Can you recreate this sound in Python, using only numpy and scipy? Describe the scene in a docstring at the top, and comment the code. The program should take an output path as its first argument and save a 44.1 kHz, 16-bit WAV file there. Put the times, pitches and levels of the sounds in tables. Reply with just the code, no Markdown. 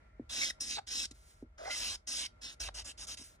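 """A low sway wavers in a quiet room, a hand knocks on the table, then a felt marker scribbles on paper.
The scrape is noise for dense tiny slips over the fibres, coloured by resonances of pen and sheet.
Short gliding sine tones squeak where the tip sticks; the sliding hand is a band of restless noise.
Knocks are falling thuds with ringing table modes; the room and the sway are coloured noise.
A nearby phone with two microphone ports hears pen and hand with differing phase and short tails."""
import sys
import numpy as np
from scipy import signal
from scipy.fft import rfft, irfft
from scipy.io import wavfile
from scipy.ndimage import uniform_filter1d

SR = 44100
rng = np.random.default_rng(int(sys.argv[2]) if len(sys.argv) > 2 else 0)


def transcribe(u):
    """Save the signal u as a 16-bit wav file named by the first command-line argument.

    u: samples, shape (n,) or (channels, n), limited to [-1, 1]; the rate is SR.
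    q: integer samples, one column per channel.
    """
    v = np.clip(np.atleast_2d(u).T, -1, 1)
    q = np.round(v * 32767).astype(np.int16)
    wavfile.write(sys.argv[1], SR, q)


N = 149940  # samples, 3.4 s
TIME_S = np.arange(N) / SR
BIN_HZ = np.arange(N // 2 + 1) * SR / N


def undb(db):
    """Turn decibels into an amplitude factor."""
    return 10 ** (np.asarray(db) / 20)


def noise():
    """White noise over the whole scene, spread 1."""
    return rng.standard_normal(N)


def colour(x, table, rings=()):
    """Shape a spectrum by (hz, db) points and (hz, width_hz, gain_db) resonances; the result has rms 1."""
    points = np.array(table, float)
    hz = BIN_HZ + 0.00076  # keeps the logarithm finite at zero
    gain = undb(np.interp(np.log(hz), np.log(points[:, 0]), points[:, 1], left=-90, right=-90))
    for ring_hz, width_hz, gain_db in rings:
        gain = gain * (1 + (undb(gain_db) - 1) / (1 + 2j * (hz - ring_hz) / width_hz))
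    y = irfft(rfft(x) * gain, N)
    return y / np.sqrt(np.mean(y ** 2))


def curve(rows):
    """Gain over time through (time_s, level_db) rows, smoothed over 2 ms and silent outside them."""
    rows = np.array(rows, float)
    level_db = np.interp(TIME_S, rows[:, 0], rows[:, 1], left=-150, right=-150)
    return uniform_filter1d(undb(level_db), size=88)


def walk(hz):
    """Smooth chance movement that takes a new target hz times a second; spread 1."""
    hold = int(SR / hz)
    steps = np.repeat(rng.standard_normal(N // hold + 1), hold)[:N]
    y = uniform_filter1d(steps, hold)
    return y / y.std()


def room():
    """Room air is wide coloured noise with faint hums; a brief mid rustle and the low sway sit in the centre."""
    # spectrum of the room air: pitch_hz, level_db
    air_colour = [(90, -4.5), (250, -14.5), (850, -21.5), (2140, -29.5), (2800, -34.5), (10500, -48.5),
                  (15900, -54)]
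    # narrow hums in the air: pitch_hz, width_hz, gain_db
    hums = [(619.5, 17, 12), (1370, 28, 16.5), (2140, 200, 7.5)]
    # faint rustle over time: time_s, level_db
    rustle_levels = [(0, -76.5), (.2, -77.5), (.3, -101)]
    # low sway of the table over time: time_s, level_db
    sway_levels = [(0, -64.5), (.2, -56), (.85, -65), (1, -60.5), (1.3, -61.5), (1.45, -57.5), (1.7, -63),
                   (1.9, -55.5), (2, -63.5), (2.58, -64), (2.62, -50), (2.75, -56), (2.95, -60),
                   (3.25, -60), (3.4, -70)]
    # spectrum of the sway: pitch_hz, level_db
    sway_colour = [(20, -31), (37, -7.5), (52, 4), (66, -2), (97, -10), (140, -27.5)]
    room_db, side_db = -70, 3

    mid = colour(noise(), air_colour, hums)
    side = colour(noise(), air_colour, hums)
    highpass = signal.butter(1, 600, "high", fs=SR, output="sos")  # the lows stay central
    side = signal.sosfilt(highpass, side) * undb(side_db)
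    air = mid + side * np.array([[1], [-1]])
    air_gain = undb(room_db + 1.87 * walk(11) + 1.66 * walk(3.2))

    rustle_colour = [(900, -36), (1800, 13.0), (2400, 5.0), (3000, -41.0)]
    rustle = curve(rustle_levels) * colour(noise(), rustle_colour)
    sway = curve(sway_levels) * colour(noise(), sway_colour)
    return air_gain * air + rustle + sway


def knocks():
    """A blow is a falling thud; table modes and a diffuse tail build up behind it, and soft blows are dull."""
    # hand on table: start_s, peak_db, hardness_hz (low-pass corner)
    blows = [(0.1957, -34, 1300), (1.11, -49.5, 376), (1.4248, -38, 1110), (3.192, -54.5, 330),
             (3.211, -51, 328)]
    # ringing table modes: pitch_hz, level_db re thud, t60_s
    modes = [(117.4, -9, 0.11), (239, -15, 0.11), (320, -13.5, .1)]
    thud_from_hz, thud_to_hz, pitch_fall_s, thud_s = 930, 260, .0012, .008
    push_s, build_cycles = .0014, 1.5  # build-up of thud and tail; build-up of each mode
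    rattle_db, rattle_t60_s = -22.5, 0.11  # diffuse tail of the board

    t = np.arange(SR // 2) / SR
    push = (1 - np.exp(-t / push_s)) ** 2
    ring = np.zeros(len(t))
    for hz, db, t60 in modes:
        build = (1 - np.exp(-t * hz / build_cycles)) ** 2
        ring += undb(db - 60 * t / t60) * build * np.sin(2 * np.pi * hz * t)

    thud_hz = thud_to_hz + (thud_from_hz - thud_to_hz) * np.exp(-t / pitch_fall_s)
    ring += np.exp(-(t / thud_s) ** 2) * push * np.sin(2 * np.pi * np.cumsum(thud_hz) / SR)

    rattle = colour(noise(), [(150, -9), (450, -5), (900, -28)])
    rattle_gain = undb(rattle_db - 60 * t / rattle_t60_s) * push
    out = np.zeros(N)
    for start_s, peak_db, hardness_hz in blows:
        i = int(start_s * SR)
        tail = rattle[i:i + len(t)] * rattle_gain[:N - i]
        lowpass = signal.butter(2, hardness_hz, fs=SR, output="sos")
        blow = signal.sosfilt(lowpass, ring[:N - i] + tail)
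        out[i:i + len(t)] += undb(peak_db) * blow / abs(blow).max()
    return out


def slides():
    """The hand brushes over the sheet: broad, bright friction noise with a restless level."""
    # one list for each brush: time_s, level_db
    brushes = [
        [(1.13, -85), (1.15, -66), (1.3, -64), (1.43, -74.5), (1.47, -117)],
        [(3.24, -55), (3.3, -60.5), (3.36, -72.5), (3.39, -107.5)],
    ]
    # spectrum of the brushing: pitch_hz, level_db
    brush_colour = [(1500, -7), (3000, -7), (5500, -2.5), (8000, -5), (11000, -2.5), (16000, -7.5)]
    gain = sum(curve(brush) for brush in brushes)
    return gain * undb(1.4 * walk(29.24)) * colour(noise(), brush_colour)


def squeaks():
    """Stick-slip of the tip sings gliding tones with an octave overtone; rough ones wobble in pitch and size."""
    # squeaks of the tip: start_s, length_s, start_hz, end_hz, level_db, roughness (0-1)
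    tones = [(0.413, 0.041, 2233, 2166, -34, 0.31), (0.502, .009, 2190, 1650, -36.5, 0.32),
             (0.783, 0.016, 846, 730, -34.5, 0.28), (1.59, 0.0913, 640.4, 681, -42.5, 0.51),
             (1.655, .045, 688, 821, -40.5, 0.5), (1.648, 0.039, 2010, 2044, -45.5, 0.34),
             (1.696, 0.06, 2035, 2060, -39.5, 0.15), (1.7, 0.039, 1407, 1400, -45.5, 0),
             (2.228, 0.05, 2210, 2172, -47.5, 0.3), (2.688, .007, 1045, 614, -39.5, 0.23)]
    overtone_db, throb_db = -14, 6
    rise_share = 0.098  # share of the length

    out, wobble, throb = np.zeros(N), walk(900), walk(220)
    for start_s, length_s, start_hz, end_hz, level_db, rough in tones:
        i = int(start_s * SR)
        progress = np.linspace(0, 1, int(length_s * SR))
        span = slice(i, i + len(progress))
        glide_hz = start_hz + (end_hz - start_hz) * progress
        pitch_hz = glide_hz * (1 + 0.19 * rough * wobble[span])
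        phase = 2 * np.pi * np.cumsum(pitch_hz) / SR
        tone = np.sin(phase) + undb(overtone_db) * np.sin(2 * phase)
        swell = np.minimum(progress / rise_share, 1) * np.sqrt(1 - progress ** 2)
        out[span] += undb(level_db + throb_db * rough * throb[span]) * swell * tone
    return out


def patchy(x, rasp_hz, count):
    """Narrow bands swell and fade apart as grip and angle shift; those near the moving rasp stand out."""
    patch_db, patch_hz = 2.02, 25.25
    rasp_db, rasp_octaves = 5, 0.16  # gain and width of the rasp resonance
    edges = np.log([300, 11000])  # centres of the outer bands, log Hz
    spectrum = rfft(x)
    place = np.interp(np.log(BIN_HZ + 1), edges, [0, count - 1])
    out = np.zeros(N)
    for k in range(count):
        centre_hz = np.exp(np.interp(k, [0, count - 1], edges))
        near_rasp = np.exp(-(np.log2(centre_hz / rasp_hz) / rasp_octaves) ** 2)
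        band = irfft(spectrum * np.clip(1 - abs(place - k), 0, 1), N)
        out += undb(patch_db * walk(patch_hz) + rasp_db * near_rasp) * band
    return out


def scrape():
    """Fibres catch and slip under the tip: uneven grains in four parts, each fluttering on its own."""
    # pen strokes: start_s, end_s, scrape level on landing_db, at one third_db, at two thirds_db, on lifting_db,
    # body at start_db and at end_db (re scrape), low drag_db (re scrape), rasp centre_hz before drift
    strokes = [(0.294, 0.509, -47, -39, -36, -42, -5, -4, -14.5, 3470),
               (0.604, 0.768, -37.5, -45.5, -40, -46.5, -12.5, 0.5, -21, 3600),
               (0.769, 0.792, -51.5, -60.5, -54, -55, 7, 10, 8, 3630),
               (0.868, 1.057, -49.5, -40, -39.5, -39.5, -4.5, -6, -18.5, 3860),
               (1.111, 1.12, -47, -49.5, -57, -57.5, -13.5, -7, -13.5, 3400),
               (1.578, 1.706, -60.5, -59.5, -54, -50.5, -7, -5, 4, 3130),
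               (1.705, 1.958, -42.5, -42, -38.5, -45, -3, -5, -14.5, 3100),
               (2.071, 2.265, -38.5, -40.5, -39.5, -46, -12, 0, -19, 3150),
               (2.414, 2.544, -53.5, -46, -49.5, -58, -6.5, -4, -12, 3120),
               (2.6, 2.68, -40.5, -44, -47, -48, -8, 0, -11.5, 2830),
               (2.688, 2.689, -44.5, -51.5, -52.5, -54.5, 2, 8, 7, 2870),
               (2.742, 2.824, -49, -47.5, -44.5, -54.5, -8, -4.5, -12.5, 3260),
               (2.844, 2.922, -50.5, -45.5, -46, -54.5, -12, -2, -15.5, 3280),
               (2.974, 3.053, -56.5, -49, -46.5, -51.5, -4.5, -9.5, -12.5, 3340),
               (3.068, 3.147, -50.5, -45, -46.5, -50, -8, -4, -16, 3350),
               (3.17, 3.25, -51.5, -53.5, -51.5, -61.5, -5, -10, -16, 3400)]
    # bright scrape: pitch_hz, level_db
    scrape_colour = [(4000, -17), (4700, -18.5), (5100, 1.5), (6000, -4.5), (8000, -10), (10000, -14),
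                     (11500, -14.5), (16000, -29.5)]
    # mid body: pitch_hz, level_db
    body_colour = [(1500, -16.5), (2000, -9.5), (2600, -1.5), (3500, -0.5), (4200, -1), (4700, 5.5),
                   (5300, -39.5)]
    # low drag: pitch_hz, level_db
    drag_colour = [(300, -13.5), (450, -5.5), (650, 2.5), (1100, -0.5), (1600, 1.5), (2000, -9.5),
                   (2500, -11.5)]
    # table humming under the tip: pitch_hz, level_db
    board_colour = [(100, -13.5), (170, -12.5), (250, 3.5), (340, -5), (450, -21.5)]
    # resonances of pen and sheet: pitch_hz, width_hz, gain_db
    rings = [(610, 87, 1.5), (2022, 47, 6.5), (2672, 47, 8), (3832, 81, 9), (5770, 78, 3.5), (9530, 600, 5)]
    board_db = -23  # re scrape
    attack_s, release_s, edge_db = .007, .012, 28  # each stroke fades in and out from edge_db lower
    grain_db, flutter_db, flutter_hz = 1.5, 1, 87.2
    rasp_drift = .05  # spread of the drift as a share of the pitch

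    slips = noise() * undb(grain_db * rng.exponential(size=N))
    gains = np.zeros((4, N))
    for start, end, land_db, third_db, late_db, lift_db, body_start_db, body_end_db, drag_db, _ in strokes:
        third = (end - start) / 3
        times = [start - attack_s / 2, start + min(attack_s, third) / 2,
                 start + third, end - third, end, end + release_s]
        levels = [land_db - edge_db, land_db, third_db, late_db, lift_db, lift_db - edge_db]
        gain = curve(np.c_[times, levels])
        body_db = np.interp(TIME_S, [start, end], [body_start_db, body_end_db])
        gains += [gain, gain * undb(body_db), gain * undb(drag_db), gain * undb(board_db)]

    rows = np.array(strokes)
    middle_s = (rows[:, 0] + rows[:, 1]) / 2
    rasp_hz = np.interp(TIME_S, middle_s, rows[:, -1]) * (1 + rasp_drift * walk(12))

    friction = np.zeros(N)
    for gain, part in zip(gains, (scrape_colour, body_colour, drag_colour, board_colour)):
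        friction += gain * undb(flutter_db * walk(flutter_hz)) * colour(slips, part, rings)
    return patchy(friction, rasp_hz, count=36)


WIDE_TOP_HZ = 10800  # from here up left and right are set about half a cycle apart, so the sound is wide


def ports(x):
    """Two ports hear pen and hand with a wavering phase lag, a restless stray share and separate short tails."""
    # phase between the ports: pitch_hz, left_lead_rad
    port_phase = [(0, -2), (780, 1.62), (1900, 0.47), (2240, 1.46), (2950, 1.32), (3360, -1.4), (4250, -2),
                  (4600, -3), (5150, -1.48), (6050, 0.9), (7150, 1.16), (10300, 2)]
    stray_db, tail_t60_s, tail_db = -16, .15, -16
    waver_rad, right_db = 0.38, 2  # phase waver as the pen moves; lean to the right around 3 kHz

    points = np.array(port_phase + [(WIDE_TOP_HZ, np.pi)])
    lead = np.interp(BIN_HZ, points[:, 0], points[:, 1]) / 2
    lean_db = right_db / 2 * np.exp(-np.log2((BIN_HZ + 1) / 3000) ** 2 * 2)
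    waver = waver_rad / 2 * walk(7.84)
    stray = undb(stray_db) * walk(600) * x

    t, out = np.arange(SR // 4) / SR, []
    for sign in (1, -1):  # left, right
        tail = rng.standard_normal(len(t)) * undb(-60 * t / tail_t60_s)
        tail *= undb(tail_db) / np.sqrt(np.sum(tail ** 2))
        shifted = irfft(rfft(x) * np.exp(1j * sign * lead) * undb(-sign * lean_db), N)
        direct = (signal.hilbert(shifted) * np.exp(1j * sign * waver)).real
        out.append(direct + sign * stray + signal.fftconvolve(x, tail)[:N])
    return np.array(out)


def scene():
    """Pen and hand pass through the ports' stereo picture; knocks and room are added to it."""
    return room() + knocks() + ports(slides() + squeaks() + scrape())


def record(dry):
    """Above about 10.8 kHz the middle thins out by up to 22 dB and the sides remain; the phone cuts the top."""
    top_hz = 15750
    mid, side = (dry[0] + dry[1]) / 2, (dry[0] - dry[1]) / 2
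    mid_db = np.clip((WIDE_TOP_HZ - BIN_HZ) / 25, -22, 0)  # 1 dB for each 25 Hz
    mid = irfft(rfft(mid) * undb(mid_db), N)
    lowpass = signal.ellip(12, .2, 80, top_hz, fs=SR, output="sos")
    return signal.sosfilt(lowpass, np.array([mid + side, mid - side]))


dry = scene()
out = record(dry)
transcribe(out)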